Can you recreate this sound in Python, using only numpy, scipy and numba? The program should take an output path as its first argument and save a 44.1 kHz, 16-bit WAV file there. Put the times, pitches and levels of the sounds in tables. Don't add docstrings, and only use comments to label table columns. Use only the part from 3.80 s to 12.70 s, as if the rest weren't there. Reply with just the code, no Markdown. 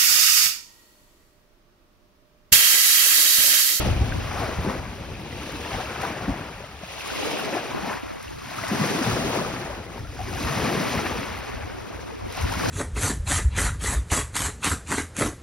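import sys
import numpy as np
from scipy import signal
from scipy.fft import rfft, irfft, next_fast_len
from scipy.io import wavfile
from scipy.ndimage import uniform_filter1d
from numba import njit

SR = 44100
rng = np.random.default_rng(int(sys.argv[2]) if len(sys.argv) > 2 else 0)


def master(y):
    cut = np.clip(np.atleast_2d(y).T, -1, 1)
    pcm = np.round(cut * 32767)
    wavfile.write(sys.argv[1], SR, pcm.astype(np.int16))


N = 392490
PORTS = np.array([[1], [-1]])

CONTROL_HZ = [160, 270, 430, 850, 1800, 2800, 5500, 11000]


def water():
    # (frequency [Hz], relative level [dB per Hz])
    water_colour = [(130, -8), (250, -9), (500, -11), (850, -13.5), (1400, -16), (2600, -19), (2900, -22),
                    (4300, -26), (5200, -25), (6500, -28.5), (8500, -37.5), (11000, -33.5), (13000, -40),
                    (15500, -35)]
    # (frequency [Hz], relative level [dB])
    side_colour = [(150, -30), (600, -14), (1350, -10.5), (1900, -18), (2500, -3.5), (3200, -3.5),
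                   (4200, -3), (5300, -10), (6500, -5), (9200, 4), (10200, -32), (12000, -35), (12800, -12)]
    usual_db = [-5, -1, 0, 0, -1.5, -5, -18.5, -19]

    wash_db, over_db = surf()
    controls = over_db - usual_db

    bubbles = unit(grains(9000, 101.4, 17020.0, cycles=25.8, rise=0.13, scatter_db=2.5))
    near = 0.68 * bubbles + 0.62 * rng.standard_normal(N)
    gurgles = unit(grains(260, 278.0, 2998.0, cycles=42.4, rise=0.2, scatter_db=2.0))
    near = near + 0.19 * gurgles

    size = next_fast_len(N)
    hz = np.arange(size // 2 + 1) * SR / size
    colour = undb(at_hz(water_colour, hz)) * np.minimum(hz / 110, 1) ** 4
    tones = rfft([near, rng.standard_normal(N)], size)
    tones = tones * colour * [np.ones_like(hz), undb(at_hz(side_colour, hz))]
    middle = tones[0, (hz > 700) & (hz < 2500)]
    tones /= np.sqrt(2 * np.sum(np.abs(middle) ** 2)) / np.sqrt(size * N)

    out, splash, lap, clump = 0, walk(40), walk(20), walk(36)
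    lowest_hz = 88
    octave = np.log2(np.maximum(hz, 1) / lowest_hz)
    for step in np.arange(16) / 2:
        centre = np.log(lowest_hz * 2 ** step)
        share = [np.interp(centre, np.log(CONTROL_HZ), alone) for alone in np.eye(len(CONTROL_HZ))]
        db = wash_db + controls @ share
        db = db + (0.14 + 0.039 * step) * splash
        db = db + (0.11 + 0.38 * abs(step - 4.6)) * walk(33)
        clump = 0.64 * clump + 0.49 * walk(36)
        db = db + 0.69 * clump + 1.3 * max(3.2 - step, 0) / 3.0 * lap
        band = np.maximum(1 - 2 * np.abs(octave - step), 0)
        out = out + undb(db) * irfft(tones * band, size)[:, :N]
    return out


def surf():
    # (time [s], wash [dB],
    # boom of the falling crest [dB], slosh of big air pockets [dB], hiss of foam [dB])
    breakers = [(0.0, -35.5, 6, 8, 1.5), (.15, -37.5, 6, 4, -4), (.52, -35.5, -8, -8.5, -7.5),
                (1.0, -37, -6, -3.5, -12), (1.15, -42, 0, -1.5, -6.5), (1.36, -45, 4.5, 3.5, -2),
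                (1.66, -40.5, -3.5, 3, 0), (2.1, -35.5, -8.5, -4, -6.5), (2.55, -35.5, -3, -3.5, -12),
                (2.97, -47, -6, -5, -3.5), (3.12, -43.5, -8, -8, 1), (3.27, -39, -13, -11.5, 1),
                (3.46, -34.5, -15.5, 1.5, 1), (3.75, -33, -13.5, 0, -7.5), (4.04, -35, -12.5, -5, -9.5),
                (4.21, -40, -18, -19, -9), (4.38, -42, -14, -24, -8), (4.48, -45.5, -6, -26, -3.5),
                (4.58, -47.5, 0, -20, -3.5), (4.72, -38.5, -7, -9.5, -7), (4.87, -35, -7.5, -15.5, -7.5),
                (4.93, -32, 3, 0.5, -8), (5.08, -31, -5, 2, -7), (5.28, -31.5, 0.5, 3, -7.5),
                (5.5, -32.5, 1.5, 3, -8.5), (5.92, -35.5, -9, -3.5, -14), (6.08, -45.5, -4, 1.5, -8.5),
                (6.24, -51, 1, 3.5, -3), (6.4, -43.5, -2, -1.5, -4), (6.6, -38, -1.5, 3, -1.5),
                (6.74, -30, -4, -4, -7.5), (6.92, -30, 0.5, 2.5, -7.5), (7.12, -31, -6, 0, -4.5),
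                (7.4, -34.5, -5, 0.5, -5.5), (7.52, -36, -12, -8, -6), (7.7, -39.5, -13, -7.5, -6),
                (7.9, -41.5, -23, -5, -8.5), (8.15, -43, -3, -3, -8), (8.44, -44, -13, -8, -9.5),
                (8.53, -42.5, -17, -6, -2.5), (8.6, -35.5, -12, -14, -6.5), (8.75, -33.5, -6, -9, -7),
                (8.9, -32, -2, -2, -4)]
    # (time [s], lift of the wash [dB],
    # lift of boom and slosh [dB], half length [s])
    slaps = [(0.062, 4.5, 0, 0.1), (0.634, 7.5, 11, 0.16), (0.898, 7, 12, 0.12), (1.95, 6.5, 3, 0.13),
             (2.251, 8.5, 6.5, 0.083), (2.422, 2, 3, 0.021), (2.494, 1.5, 3.5, 0.054),
             (3.755, 6.5, 3, 0.053), (4.112, 11, 9, 0.11), (4.788, 2, 3, 0.067), (4.841, 3.5, 8, 0.016),
             (5.048, 4.5, 3, 0.036), (5.3, 4.5, -3.5, 0.076), (5.57, 6, 2.5, 0.07), (6.17, 7.5, 5.5, 0.091),
             (6.423, 0.5, -2, 0.037), (6.687, 2.5, -2, 0.045), (6.867, 2.5, 2, 0.049),
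             (8.59, 4.5, 4, 0.044)]
    # (time [s], level [dB])
    depth = [(0.0, -4), (.3, 5), (.6, -3), (1.5, 2), (2.1, -3), (2.55, 1), (2.85, -1.5), (3.3, -11),
             (3.6, -2), (4.05, 6), (4.35, -19), (4.55, 0), (4.72, 16), (4.95, 7.5), (5.4, -1), (6.3, -0.5),
             (6.6, 4), (7.2, 2), (7.65, -3.5), (8.25, -2.5), (8.58, 0), (8.72, 11), (8.9, 5)]
    # (time [s], level [dB])
    fizz = [(0.0, -16), (.9, -10.5), (1.5, -17), (2.4, -12.5), (3.4, -15.5), (4.2, -12), (4.9, -8.5),
            (5.8, -9.5), (6.2, -11.5), (6.8, -10), (7.6, -14.5), (8.3, -10.5), (8.55, -11.5), (8.9, -8.5)]
    # (time [s], level [dB])
    brightness = [(0.0, -3.5), (.9, 0.5), (1.6, -3.5), (2.5, 1.5), (3.1, -1.5), (3.6, -2), (4.9, 3.5),
                  (5.5, 0), (6.1, 1.5), (6.7, 2), (7.8, 2), (8.3, 1.5), (8.9, 1)]

    wash_db, boom_db, slosh_db, hiss_db = curves(breakers)
    t = np.arange(N) / SR
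    wash_lift, low_lift = np.zeros((2, N))
    for s, lift_db, low_db, half in slaps:
        shape = np.maximum(1 - np.abs(t - s) / half, 0)
        wash_lift = wash_lift + lift_db * shape
        low_lift = low_lift + low_db * shape

    hiss_db = hiss_db + 0.56 * wash_lift
    patter_db = 0.76 * hiss_db
    slosh_db = slosh_db + low_lift
    half_depth = curves(depth)[0] / 2
    spray_db = hiss_db + curves(fizz)[0]
    upper_db = (wash_lift + patter_db) / 2 + curves(brightness)[0]
    over_db = [boom_db + low_lift, slosh_db + half_depth, slosh_db - half_depth, wash_lift,
               upper_db, patter_db, spray_db, spray_db]
    return wash_db, np.array(over_db).T


def plops():
    # (time [s], nominal level [dB], starting pitch [Hz], nominal ring [s to -60 dB])
    bubbles = [(.322, -20.5, 1550, 0.016), (.62, -22.5, 744, .04), (0.786, -17.5, 143, 0.037),
               (.872, -18, 196, .06), (1.526, -31.5, 1990, 0.022), (2.001, -24, 740, 0.053),
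               (2.221, -29, 1810, 0.032), (2.235, -20, 770, .04), (2.479, -17.5, 199, 0.057),
               (2.487, -17, 268, 0.074), (2.802, -32.5, 540, 0.045), (2.839, -32, 640, .03),
               (3.029, -32, 180, .07), (3.033, -30.5, 650, 0.039), (3.128, -36, 550, .036),
               (3.259, -29, 1130, .033), (3.302, -24, 1470, .022), (3.414, -29, 424, 0.082),
               (3.47, -20, 480, 0.034), (3.74, -20.5, 308, 0.054), (3.767, -18.5, 690, 0.034),
               (4.028, -28.5, 191, 0.088), (4.072, -25, 780, 0.023), (4.076, -28, 271, 0.075),
               (4.116, -21, 950, 0.016), (4.138, -23, 1570, 0.012), (4.367, -35, 1070, .025),
               (4.479, -32.5, 2730, .02), (4.617, -33, 1130, .025), (4.667, -33.5, 230, .07),
               (4.712, -32, 690, 0.04), (4.784, -25.5, 1270, .033), (4.835, -25.5, 646, 0.048),
               (4.836, -21.5, 1990, 0.017), (4.914, -16, 207, 0.05), (4.995, -15.5, 230, .06),
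               (5.012, -18, 149, 0.076), (5.211, -17, 260, 0.061), (5.355, -21, 280, 0.071),
               (5.487, -26, 440, .05), (5.648, -21, 1200, 0.018), (5.671, -34, 506, .04),
               (5.897, -28, 590, .045), (6.175, -34, 930, .035), (6.246, -39, 1360, 0.067),
               (6.39, -27.5, 740, 0.049), (6.402, -28, 735, 0.045), (6.408, -28, 760, .05),
               (6.482, -30, 370, 0.044), (6.531, -25, 730, .025), (6.555, -26, 740, 0.027),
               (6.7, -21, 142, 0.1), (7.381, -30, 200, .08), (7.465, -35, 549, 0.032),
               (7.512, -34.5, 220, .07), (7.848, -36.5, 300, 0.066), (8.187, -34, 467, 0.037),
               (8.301, -34.5, 850, .04), (8.32, -34.5, 450, .065), (8.409, -36, 1030, .03),
               (8.464, -39, 222, 0.081), (8.483, -43, 993, .03), (8.504, -37, 452, .04),
               (8.575, -26, 770, .04), (8.58, -27, 1410, .018), (8.643, -30, 1000, .03),
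               (8.671, -31, 1380, .02), (8.696, -27, 1370, .018), (8.722, -24.5, 920, .03),
               (8.81, -20, 1360, 0.013), (8.836, -19, 1110, .025), (8.858, -23, 1513, .018)]
    rise, swell = 0.057, 0.38
    s, db, hz, t60 = np.transpose(bubbles)
    size = undb(db) / ((1 - swell) * swell ** (swell / (1 - swell)))
    start = (s * SR).astype(np.int64)

    def part(share):
        return ring(N, start, hz, share * t60, share * rise, size, float(SR))

    return part(0.83) - part(swell)


def ticks():
    # (time [s], peak of the envelope [dB])
    drops = [(1.5708, -40), (1.6282, -37), (1.7174, -33), (2.2144, -32), (2.2657, -37), (3.273, -29),
             (3.4575, -33), (4.425, -35), (4.8179, -39), (4.8429, -38), (4.8794, -27), (6.1903, -39),
             (6.5256, -38), (6.5954, -33), (6.6248, -30), (8.5215, -33), (8.5674, -32), (8.6093, -29),
             (8.6214, -33), (8.7194, -27), (8.7324, -32)]
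    s, db = np.transpose(drops)
    blows = np.zeros(N)
    blows[(s * SR).astype(int)] = undb(db)
    t = np.arange(SR // 20) / SR / 0.0041
    envelope = signal.fftconvolve(blows, (t * np.exp(1 - t)) ** 3)[:N]
    bright = shaped(rng.standard_normal(N),
                    lambda hz: np.minimum(hz / 5500, 1) ** 3 / (1 + (hz / 11000) ** 2))
    return envelope * bright


def rumble():
    # (time [s], level [dB])
    wind_level = [(0.0, -25.5), (.3, -25.5), (.59, -29.5), (.66, -37.5), (.9, -33), (1.12, -38),
                  (1.4, -41.5), (2.6, -44.5), (3.77, -53.5), (4.1, -45), (4.4, -48.5), (4.8, -46),
                  (5.2, -49), (5.6, -42), (6.3, -38), (6.7, -39), (7.1, -43), (7.5, -40.5), (7.95, -41),
                  (8.4, -45), (8.66, -31), (8.9, -41)]
    # (frequency [Hz], relative level [dB per Hz])
    rumble_colour = [(12, -54), (20, -20), (53, -0.5), (70, 3), (108, -2), (146, -14), (198, -23),
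                     (250, -16), (320, -41), (550, -120)]
    # (time [s], peak of the added level [dB])
    thumps = [(.12, -21), (.225, -20), (.79, -32), (1.29, -38), (1.56, -42), (1.96, -34), (2.5, -27.5),
              (5.33, -28), (5.45, -30), (6.22, -30.5), (6.44, -39), (6.55, -40), (6.67, -33), (6.82, -39),
              (7.19, -35), (7.78, -38), (7.86, -42), (8.45, -43), (8.64, -29), (8.78, -44), (8.88, -29)]
    uneven_db, spread_s = -15, 0.016

    noise = unit(shaped(rng.standard_normal((2, N)), lambda hz: undb(at_hz(rumble_colour, hz))))
    noise = noise * undb([[0], [uneven_db]])
    t = np.arange(N) / SR
    buffets = sum(undb(db) * np.exp(-.5 * ((t - s) / spread_s) ** 2) for s, db in thumps)
    return noise * (undb(curves(wind_level)[0] + 1.5 * walk(9.2)) + buffets)


def eddies():
    # (time [s], level [dB])
    eddy_level = [(0.0, -30), (.22, -45), (.38, -34), (.5, -44), (.9, -46), (1.2, -58), (1.9, -58),
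                  (2.9, -72), (3.12, -52), (3.38, -30.5), (3.75, -40), (4.0, -32.5), (4.62, -40.5),
                  (5.0, -34.5), (5.55, -41), (6.0, -51), (6.38, -50), (6.5, -39.5), (7.1, -33.5),
                  (7.3, -37), (8.3, -37.5), (8.75, -34.5), (8.9, -24)]
    # (frequency [Hz], relative level [dB per Hz])
    eddy_colour = [(40, -17), (150, -1.5), (300, 2.5), (600, -1.5), (900, -8.5), (1300, -15), (1800, -29)]
    puffs = unit(grains(400, 59.0, 1480.0, cycles=8.5, rise=0., scatter_db=2.2))
    puffs = puffs + 0.99 * rng.standard_normal(N)
    dull = unit(shaped(puffs, lambda hz: undb(at_hz(eddy_colour, hz))))
    return dull * undb(curves(eddy_level)[0] + 1.3 * walk(12))


def phone_body(front):
    # (frequency [Hz], lead [rad])
    lead = [(0, 0.6), (250, 0.32), (700, 0.56), (2000, 0.32), (2800, 0.64), (4000, .5), (5300, 0.13),
            (6200, 1.2), (7000, 3), (8300, 3.5), (9300, 6), (10200, 6.5), (12000, 7.5), (12750, 7),
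            (13400, 9.5), (15000, 9.5), (15700, 10.5)]
    # (frequency [Hz], level [dB])
    shadow = [(60, 1), (300, 2), (700, 6), (1300, 3.5), (2400, 1.5), (4400, .5), (6500, 0)]
    return shaped(front, lambda hz: np.exp(.5j * PORTS * at_hz(lead, hz)) * undb(PORTS * at_hz(shadow, hz) / 2))


def undb(db):
    return 10 ** (np.asarray(db) / 20)


def unit(x):
    return x / np.sqrt(np.mean(x ** 2))


def curves(table):
    s, *columns = np.transpose(table)
    return [np.interp(np.arange(N) / SR, s, c) for c in columns]


def at_hz(table, hz):
    points = np.transpose(table)
    return np.interp(np.log(hz + 1), np.log(points[0] + 1), points[1])


def shaped(x, gain):
    size = next_fast_len(N)
    hz = np.arange(size // 2 + 1) * SR / size
    return irfft(rfft(x, size) * gain(hz), size)[..., :N]


def walk(rate):
    k = int(SR / rate)
    held = np.repeat(rng.standard_normal(N // k + 1), k)
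    steps = uniform_filter1d(uniform_filter1d(held, k), k)[:N]
    return unit(steps - uniform_filter1d(steps, 2 * k))


@njit
def ring(length, start, hz, t60, rise, size, rate):
    out = np.zeros(length)
    for k in range(len(start)):
        life = int(t60[k] * rate) + 2
        z = size[k] + 0j
        p = np.exp(2j * np.pi * hz[k] / rate - np.log(1000) / life)
        turn = np.exp(2j * np.pi * hz[k] * rise / rate / life)
        for i in range(start[k], min(start[k] + life, length)):
            out[i] += z.imag
            z *= p
            p *= turn
    return out


def grains(per_s, lo_hz, hi_hz, cycles, rise, scatter_db):
    when, pitch, luck = rng.random((int(per_s * N / SR), 3)).T
    hz = lo_hz + (hi_hz - lo_hz) * pitch
    size = undb(scatter_db * np.minimum(-np.log(1 - luck), 3.6)) * np.sqrt(hz)
    return ring(N, (when * N).astype(np.int64), hz, cycles / hz, rise, size, float(SR))


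def scene():
    # (time [s], level [dB])
    side_level = [(0.0, 4), (.6, -1), (1.3, 1.5), (2.4, 0), (3.1, 3.5), (3.7, 1.5), (4.1, -3), (4.8, 0),
                  (5.5, 5), (6.1, 3), (6.4, -3), (7.2, -5.5), (7.7, -1), (8.2, 1), (8.9, -2)]
    front, sides = water()
    wind, uneven = rumble()
    heard = phone_body(front + plops() + ticks() + wind)
    return heard + PORTS * (sides * undb(curves(side_level)[0]) + eddies() + uneven)


def record(dry):
    top_cut = signal.ellip(14, .3, 80, 15830, fs=SR, output="sos")
    return signal.sosfilt(top_cut, dry)


dry = scene()
out = record(dry)
master(out)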